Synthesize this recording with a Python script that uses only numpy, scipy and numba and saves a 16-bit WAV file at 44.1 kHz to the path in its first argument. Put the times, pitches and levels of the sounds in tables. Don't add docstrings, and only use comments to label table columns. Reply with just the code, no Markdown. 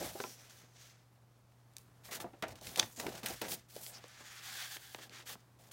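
import sys
import numpy as np
from scipy import signal
from scipy.fft import rfft, irfft
from scipy.io import wavfile
from scipy.ndimage import uniform_filter1d
from numba import njit

SR = 44100
rng = np.random.default_rng(int(sys.argv[2]) if len(sys.argv) > 2 else 0)


def natural_amplitude(level_db):
    exponent = np.asarray(level_db, float) / 20
    return 10 ** exponent


def put_to_file(sound):
    columns = np.atleast_2d(sound).T
    safe = np.clip(columns, -1, 1)
    whole_steps = np.round(safe * 32767)
    wavfile.write(sys.argv[1], SR, whole_steps.astype(np.int16))


N = 252384


def unit(x):
    return x / np.sqrt(np.mean(x ** 2))


def curves(table):
    s, *columns = np.transpose(table)
    return [np.interp(np.arange(N) / SR, s, column) for column in columns]


def band(x, lo_hz, hi_hz, order=2):
    return signal.sosfilt(signal.butter(order, [lo_hz, min(hi_hz, .45 * SR)], "band", fs=SR, output="sos"), x)


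@njit
def moving_band(x, hz, sharp):
    y, mid, low = np.empty(len(x)), 0., 0.
    for i in range(len(x)):
        g = np.tan(np.pi * hz[i] / SR)
        v = (mid + g * (x[i] - low)) / (1 + g * (g + 1 / sharp))
        mid, low, y[i] = 2 * v - mid, low + 2 * g * v, v
    return y


def resonate(x, peaks):
    out = 0
    for k, (hz, width, db) in enumerate(peaks):
        out = out + (-1) ** k * natural_amplitude(db) * band(x, hz - width / 2, hz + width / 2, order=1)
    return out


def walk(rate):
    k = int(SR / rate)
    held = np.repeat(rng.standard_normal(N // k + 1), k)
    return 1.19 * uniform_filter1d(uniform_filter1d(held, k), k)[:N]


def slips(per_s, spread_db, count=1):
    happens = rng.random(N) < per_s / SR
    size = happens * natural_amplitude(spread_db * np.minimum(rng.exponential(size=N), 5))
    size = size / np.sqrt(uniform_filter1d(size ** 2, SR // 10))
    return size * rng.standard_normal((count, N))


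def add(out, s, sound):
    i = max(int(s * SR), 0)
    out[i:i + len(sound)] += sound[:len(out) - i]


def burst(t, build_ms, fall_ms):
    return np.exp(np.where(t < 0, t / max(build_ms, .05), -t / max(fall_ms, .2)) * 1000)


def stroke(s, length, before):
    u = np.clip((np.arange(N) / SR - s) / length, 0, 1)
    skew = np.log(.5) / np.log(np.clip(before, .05, .95))
    roundness = 0.818
    return np.abs(np.sin(np.pi * u ** skew)) ** (2 * roundness)


def dying(s, fade_s):
    t = np.maximum(np.arange(N) / SR - s, 0)
    attack_s, longest_fade_s = 0.0021, .4
    return (1 - np.exp(-t / attack_s)) * natural_amplitude(-60 * t / min(fade_s, longest_fade_s)) ** 2


def blend(moves, held_db):
    power = natural_amplitude(held_db) ** 2 + sum(p * natural_amplitude(db) ** 2 for p, db, _ in moves)
    colour = sum(p * natural_amplitude(db) ** 2 * c for p, db, c in moves) / power
    return 10 * np.log10(power), colour


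# (frequency [Hz], density [dB per Hz])
ROOM_TONE = [(15, -52), (25, -13.5), (70, -6.5), (130, -7), (600, -18), (1070, -16.5), (2800, -28),
             (16000, -34.5)]


def room_tone():
    tone_db, hum_hz, hum_db = -69.5, 120.1, -67
    hz, db = np.transpose(ROOM_TONE)
    bins = np.arange(1, N // 2 + 2) * SR / N
    air = irfft(rfft(rng.standard_normal(N)) * natural_amplitude(np.interp(np.log(bins), np.log(hz), db)), N)
    hum = np.sqrt(2) * np.sin(2 * np.pi * hum_hz * np.arange(N) / SR + 0.1 * walk(6.9))
    return unit(air) * natural_amplitude(tone_db + 1.8 * walk(2.5)) + hum * natural_amplitude(hum_db + 0.9 * walk(7.1))


# (start [s], length [s], level [dB], share of the stroke before its peak [0-1], brightness [dB])
STROKES = [(-.03, 0.0656, -50.5, 0.64, 2), (.02, 0.1022, -47.5, 0.26, 0.5), (0.096, 0.29, -54, 0.37, 4),
           (0.364, 0.1646, -62, 0.43, -3), (0.495, 0.208, -60.5, 0.087, -2.5),
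           (0.63, 0.25, -71.5, 0.61, -3), (0.745, 0.2, -62.5, 0.38, -4), (0.894, 0.17, -71, 0.177, -8),
           (2.032, .08, -56.5, .55, 4.5), (2.106, 0.085, -44, 0.48, 0), (2.199, 0.043, -49, .2, 4),
           (2.49, .045, -61, .6, -2), (2.608, 0.2, -53.5, 0.47, 2), (2.853, 0.26, -66, 0.36, 6),
           (2.959, 0.073, -55, 0.33, -1), (3.02, 0.11, -50, 0.55, -0.5), (3.11, 0.14, -53, 0.12, -2),
           (3.3, .13, -55, .5, 1.5), (3.425, .135, -46.5, .7, 8), (3.528, 0.088, -63, .25, 8),
           (3.683, 0.079, -64.5, .4, 4), (3.731, 0.07, -56.5, 0.49, 5.5), (3.764, 0.2, -58.5, 0.55, 9.5),
           (3.922, 0.084, -56.5, 0.23, -4),
           (3.973, 0.24, -61.5, 0.49, -6), (4.054, 0.41, -54, 0.69, -5), (4.415, 0.17, -47.5, 0.47, 0),
           (4.5, 0.2, -45, 0.54, 0.5), (4.671, .12, -49.5, 0.44, 2.5), (4.775, 0.249, -58.5, 0.32, 3),
           (4.977, .11, -55, 0.35, -1.5), (5.095, 0.16, -57.5, 0.45, -6), (5.249, 0.0733, -52.5, 0.58, 0.5),
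           (5.298, 0.058, -52.5, 0.53, 5), (5.6, .11, -68, 0.44, 1)]
# (time [s], level [dB], fade to -60 dB [s], brightness [dB])
SCUFFS = [(1.79, -72, 1, 6.5), (2.331, -72, .3, -15.5), (2.386, -74, .4, 3), (2.425, -47.5, 0.11, -29.5),
          (2.482, -54, .1, 0), (2.554, -59, .2, -2), (2.772, -45.5, 2, 3), (2.803, -47, 0.01, -0.5),
          (2.997, -41, 0.2, 1.5), (3.232, -48, 7, 1), (3.256, -43, 0.5, 1), (3.413, -44.5, 0.6, -8.5),
          (4.986, -57, .15, -5), (5.712, -59, .3, 2), (5.588, -64, .35, 3)]


def rubbing():
    moves = [(stroke(s, length, before), db, bright) for s, length, db, before, bright in STROKES]
    moves += [(dying(s, fade_s), db, bright) for s, db, fade_s, bright in SCUFFS]
    db, bright = blend(moves, held_db=-82.5)
    body_db = -4.5 - 0.61 * bright
    hiss_db = -2.5 + bright
    return db, body_db, hiss_db


# (start [s], length [s], resonance [Hz], strength [dB])
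WHISTLES = [
    (.15, 0.34, 5780, 4),
    (.48, 0.54, 6220, -1),
    (2.72, 0.074, 3700, 2),
    (2.9, 0.12, 6890, 4),
    (3.7, 0.082, 4700, 0),
    (3.83, 0.13, 8400, 1),
    (3.93, .06, 5170, 8.5),
    (4.12, 0.25, 6700, -3),
]


def whistling():
    s, length, hz, _ = np.transpose(WHISTLES)
    moves = [(stroke(start, long_s, .5), level, 0) for start, long_s, _, level in WHISTLES]
    db, _ = blend(moves, held_db=-14.5)
    steady = np.ravel([s + .25 * length, s + .75 * length], "F")
    return np.interp(np.arange(N) / SR, steady, np.repeat(hz, 2)), db


# (time [s], judder of the grip [dB], ring of the page lying under it [dB])
GRIP = [
    (0, 1, -13),
    (2.0, 1.35, -11),
    (3.6, 2, -18.5),
    (4.0, 1.05, -5),
    (4.8, 0.8, -0.5),
    (5.0, 1.04, -0.5),
    (5.72, 3, -11),
]
# (frequency [Hz], width [Hz], level [dB])
PAGE = [(773, 61, -1.5), (1680, 240, 2), (3381, 420, 0), (4640, 360, -5.5)]


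def slide():
    db, body_db, hiss_db = rubbing()
    gap_hz, gap_db = whistling()
    judder_db, page_db = curves(GRIP)
    rub = slips(per_s=14000, spread_db=0.79 * judder_db, count=5)
    rub = rub * natural_amplitude(judder_db * (1.41 * walk(45) + 0.88 * walk(170)))
    body = unit(band(rub[0], 1156, 2590)) * natural_amplitude(body_db + 2.0 * walk(30))
    middle = unit(band(rub[1], 2740, 7000)) * natural_amplitude(-0.5 + 1.4 * walk(27.94))
    gap = unit(moving_band(rub[2], gap_hz, 7.0)) * natural_amplitude(gap_db - 1.5)
    hiss = unit(band(rub[3], 6400, 17250)) * natural_amplitude(hiss_db + 1.6 * walk(32))
    page = unit(resonate(rub[4], PAGE)) * natural_amplitude(page_db)
    return natural_amplitude(db - 1.15) * (body + middle + gap + hiss + page)


# (start [s], length [s], level [dB], share of the bend before its peak [0-1], air push [dB])
BENDS = [(-.03, 0.18, -44.5, 0.15, -2.5), (0.244, 1, -68, 0.1, -12), (1.925, 0.176, -74, 0.66, -1),
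         (2.047, 0.24, -52, 0.59, -17), (2.188, .13, -50, 0.19, -7), (2.442, 0.17, -49.5, 0.13, -4),
         (2.576, 0.19, -53.5, 0.65, -7), (2.761, 0.093, -43, 0.45, -16), (2.955, .1, -52, .6, -6),
         (3.01, .1, -41, .6, -11), (3.08, .15, -51, 0.353, -6), (3.227, 0.15, -47.5, 0.18, -4.5),
         (3.409, 0.2, -48.5, 0.17, -8), (3.717, 0.134, -59.5, 0.44, -6), (3.845, 0.18, -59.5, 0.63, -13),
         (4.09, 0.42, -68, 0.38, -17), (4.42, 0.41, -63, 0.48, -22), (4.95, 0.39, -63.5, 0.32, -20),
         (5.247, 0.14, -61, 0.62, -11), (5.549, 0.297, -68, 0.33, -7)]


def bending():
    moves = [(stroke(s, length, before), db, push) for s, length, db, before, push in BENDS]
    moves += [(dying(s, 2.22 * ring_s), db - 16, -21.5) for s, db, _, ring_s in POPS]
    db, push_db = blend(moves, held_db=-76.5)
    lag_s = 0.017
    step = 1 / (lag_s * SR)
    air = signal.lfilter([step], [1, step - 1], natural_amplitude(db + push_db) ** 2)
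    return db, 10 * np.log10(air + 1e-14) - db


def flex():
    db, push_db = bending()
    buckles = slips(per_s=2500, spread_db=2.0, count=3) * natural_amplitude(1.05 * walk(40))
    broad = unit(band(buckles[0], 167, 448)) * natural_amplitude(-2.5 + 2.7 * walk(12))
    tight = unit(band(buckles[1], 488, 856)) * natural_amplitude(0.3 + 1.7 * walk(18))
    crisp = unit(band(buckles[2], 970, 1900, order=1)) * natural_amplitude(-10.5 + 2.7 * walk(30))
    push = unit(band(rng.standard_normal(N), 48, 190)) * natural_amplitude(push_db + 3.5 + 2.1 * walk(13.0))
    return natural_amplitude(db - 4.5) * (broad + tight + crisp + push)


# (time [s], peak [dB], centre [Hz], ring to -60 dB [s])
POPS = [(0.013, -27, 636, 0.11), (0.044, -35, 442, 0.053), (0.152, -30, 418, 0.1),
        (0.201, -27.5, 442, 0.06), (0.238, -29, 637, 0.082), (0.637, -50.5, 328, 0.05),
        (2.087, -39.5, 984, 0.061), (2.118, -39, 606, 0.092), (2.243, -28, 480, 0.08),
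        (2.334, -41.5, 511, 0.085), (2.426, -29, 273, 0.088), (2.433, -25, 850, 0.054),
        (2.615, -41.5, 542, 0.054), (2.671, -43.5, 157, 0.16), (2.781, -31, 596, 0.047),
        (2.829, -38.5, 171, 0.192), (2.997, -32.5, 632, 0.065), (3.065, -25, 541, 0.055),
        (3.236, -36, 229, 0.07), (3.303, -31, 480, 0.06), (3.416, -28.5, 517, 0.075),
        (3.764, -33.5, 281, 0.0427), (4.039, -46, 413, 0.092), (4.203, -48, 856, 0.18),
        (4.763, -44.5, 630, 0.045), (4.948, -43, 847, 0.066), (4.986, -40, 620, 0.06),
        (5.193, -47, 640, 0.081), (5.295, -41.5, 770.7, 0.089), (5.354, -45, 230, 0.05)]


def pops():
    out, t = np.zeros(N), np.arange(7000) / SR
    for s, db, hz, ring_s in POPS:
        place, size = rng.random((2, 7, 1))
        mode_hz = hz * 2 ** (1.98 * (place - .45))
        fade = np.exp(-np.log(1000) * t * (mode_hz / hz) ** 0.13 / max(ring_s, .01))
        modes = (0.79 + size) * fade * np.sin(2 * np.pi * mode_hz * t)
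        ring = modes.sum(axis=0) * (1 - np.exp(-t / 0.0013))
        add(out, s, ring / np.abs(ring).max() * natural_amplitude(db - 6.0))
    return out


# (time [s], peak [dB], centre [Hz], treble [dB])
CREASES = [(0.2012, -29, 1346, -20.5), (0.5053, -53, 1800, -8), (1.159, -60, 1310, -10),
           (1.3894, -71, 1430, 7), (1.5196, -61, 1310, -14.5), (2.089, -51, 1680, 2),
           (2.11, -38.5, 3850, -3), (2.1348, -38, 1460, -12), (2.2016, -33.5, 1700, -16.5),
           (2.4236, -29, 2380, -12), (2.435, -34.5, 1480, -32), (2.555, -46.5, 4170, -15.5),
           (2.6113, -44, 5700, -16), (2.6441, -41, 3390, -13.5), (2.6682, -33, 3530, -12),
           (2.6904, -36.5, 4070, -15), (2.7581, -27.5, 4140, -9), (2.8271, -28, 2005, -28),
           (2.9614, -45, 6890, -7.5), (2.998, -30.5, 1500, -23), (3.0656, -27.5, 1440, -18),
           (3.09, -41, 3330, -9), (3.152, -44, 3500, -8), (3.231, -34.5, 2940, -5), (3.259, -23, 3400, 0),
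           (3.2833, -31, 6600, -20), (3.306, -36, 4300, -19), (3.4153, -25.5, 3970, -5),
           (3.5191, -29, 4910, -7.5), (3.763, -40.5, 4570, -5)]


def creases():
    out, t = np.zeros(N), np.arange(-200, 2400) / SR
    for s, db, hz, treble_db in CREASES:
        noise = rng.standard_normal(len(t))
        shape = burst(t, build_ms=0.22, fall_ms=4)
        snap = unit(band(noise, hz / 1.9, hz * 1.4, order=1)) * shape
        snap += unit(band(noise, 7000, 18000)) * shape ** 2 * natural_amplitude(treble_db)
        add(out, s + 0.0011 + t[0], snap * natural_amplitude(db - 7.0))
    return out


# (time [s], peak [dB], centre [Hz], spread [octaves], low tail [dB])
TICKS = [(0.2390, -33, 2000, .8, -8), (1.736, -55, 3970, 1.3, -30), (1.767, -32.5, 3930, 1.66, -27),
         (1.7832, -39, 6000, 1.3, -35.5), (2.2435, -45.5, 1300, 0.4, -7.5), (2.334, -56, 2500, 0.47, -6),
         (2.424, -36, 4970, 1, -7), (2.482, -39, 6000, 1, -13), (2.775, -27.5, 5500, 0.74, -26),
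         (3.484, -34, 2800, .7, -14), (3.756, -41, 5500, .8, -23), (3.8646, -30.5, 3000, 0.82, -20.5),
         (4.041, -41, 2500, 1.2, -4), (4.082, -48, 8400, 0.38, -30.5), (4.7683, -35, 2620, 0.53, -13.5),
         (4.9467, -30.5, 2000, 0.68, -3.5), (5.0955, -41, 2960, 1.07, -22.5), (5.195, -51.5, 8000, .4, -30),
         (5.2985, -44, 1300, .9, -6), (5.33, -45, 1500, .6, -12), (5.355, -50, 900, 0.69, 4)]


def ticks():
    out, t = np.zeros(N), np.arange(1500) / SR
    falling_hz = 1800 / (1 + t / 0.0014) ** 1.2
    tail = np.sin(2 * np.pi * np.cumsum(falling_hz) / SR) * np.exp(-t / 0.0031)
    for s, db, hz, octaves, tail_db in TICKS:
        wide = 2 ** max(octaves, .2)
        fizz = natural_amplitude(-11.5) * rng.standard_normal(len(t)) * np.exp(-t / 0.0014)
        pulse = band(signal.unit_impulse(len(t)) + fizz, hz / wide, hz * wide)
        add(out, s, natural_amplitude(db) * (pulse / np.abs(pulse).max() + natural_amplitude(tail_db) * tail))
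    return out


# (time [s], peak [dB], build-up [ms], fall [ms])
WHIP = (2.7975, -10.5, 1.6, 1.1)
# (frequency [Hz], width [Hz], level [dB])
RIDGE = [(2000, 110, -11), (3420, 290, 7.5), (4140, 190, -5), (6330, 650, 0.5), (7470, 240, -7),
         (11340, 250, -25)]


def whip():
    out, t = np.zeros(N), np.arange(-500, 2000) / SR
    s, db, build_ms, fall_ms = WHIP
    tear = rng.standard_normal(len(t)) * burst(t, build_ms, fall_ms)
    crack = unit(resonate(tear, RIDGE))
    crack += natural_amplitude(-1.0) * unit(band(tear, 1800, 7570))
    crack += natural_amplitude(-19.5) * unit(band(tear, 7000, 15800))
    add(out, s + t[0], crack / np.abs(crack).max() * natural_amplitude(db))
    return out


def room(x):
    t60_s, level_db = 0.2, -18
    t = np.arange(SR // 2) / SR
    noise = rng.standard_normal(len(t)) * (t > .004)
    dull = band(noise, 56, 3200, order=1) * natural_amplitude(-60 * t / t60_s)
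    bright = band(noise, 2200, 21000, order=1) * natural_amplitude(-60 * t / (1.2 * t60_s))
    tail = dull + .5 * bright
    return signal.fftconvolve(x, tail / np.sqrt(np.sum(tail ** 2)))[:N] * natural_amplitude(level_db)


def scene():
    paper = slide() + flex() + pops() + creases() + ticks() + whip()
    return (paper + room(paper) + room_tone())[None]


def low_pass(x):
    return signal.sosfilt(signal.butter(12, 17020, fs=SR, output="sos"), x)


def record(dry):
    x = signal.sosfilt(signal.butter(2, 45, "high", fs=SR, output="sos"), dry)
    x = signal.sosfilt(signal.ellip(8, .2, 50, 15900, fs=SR, output="sos"), x)
    return low_pass(x)


dry = scene()
out = record(dry)
put_to_file(out)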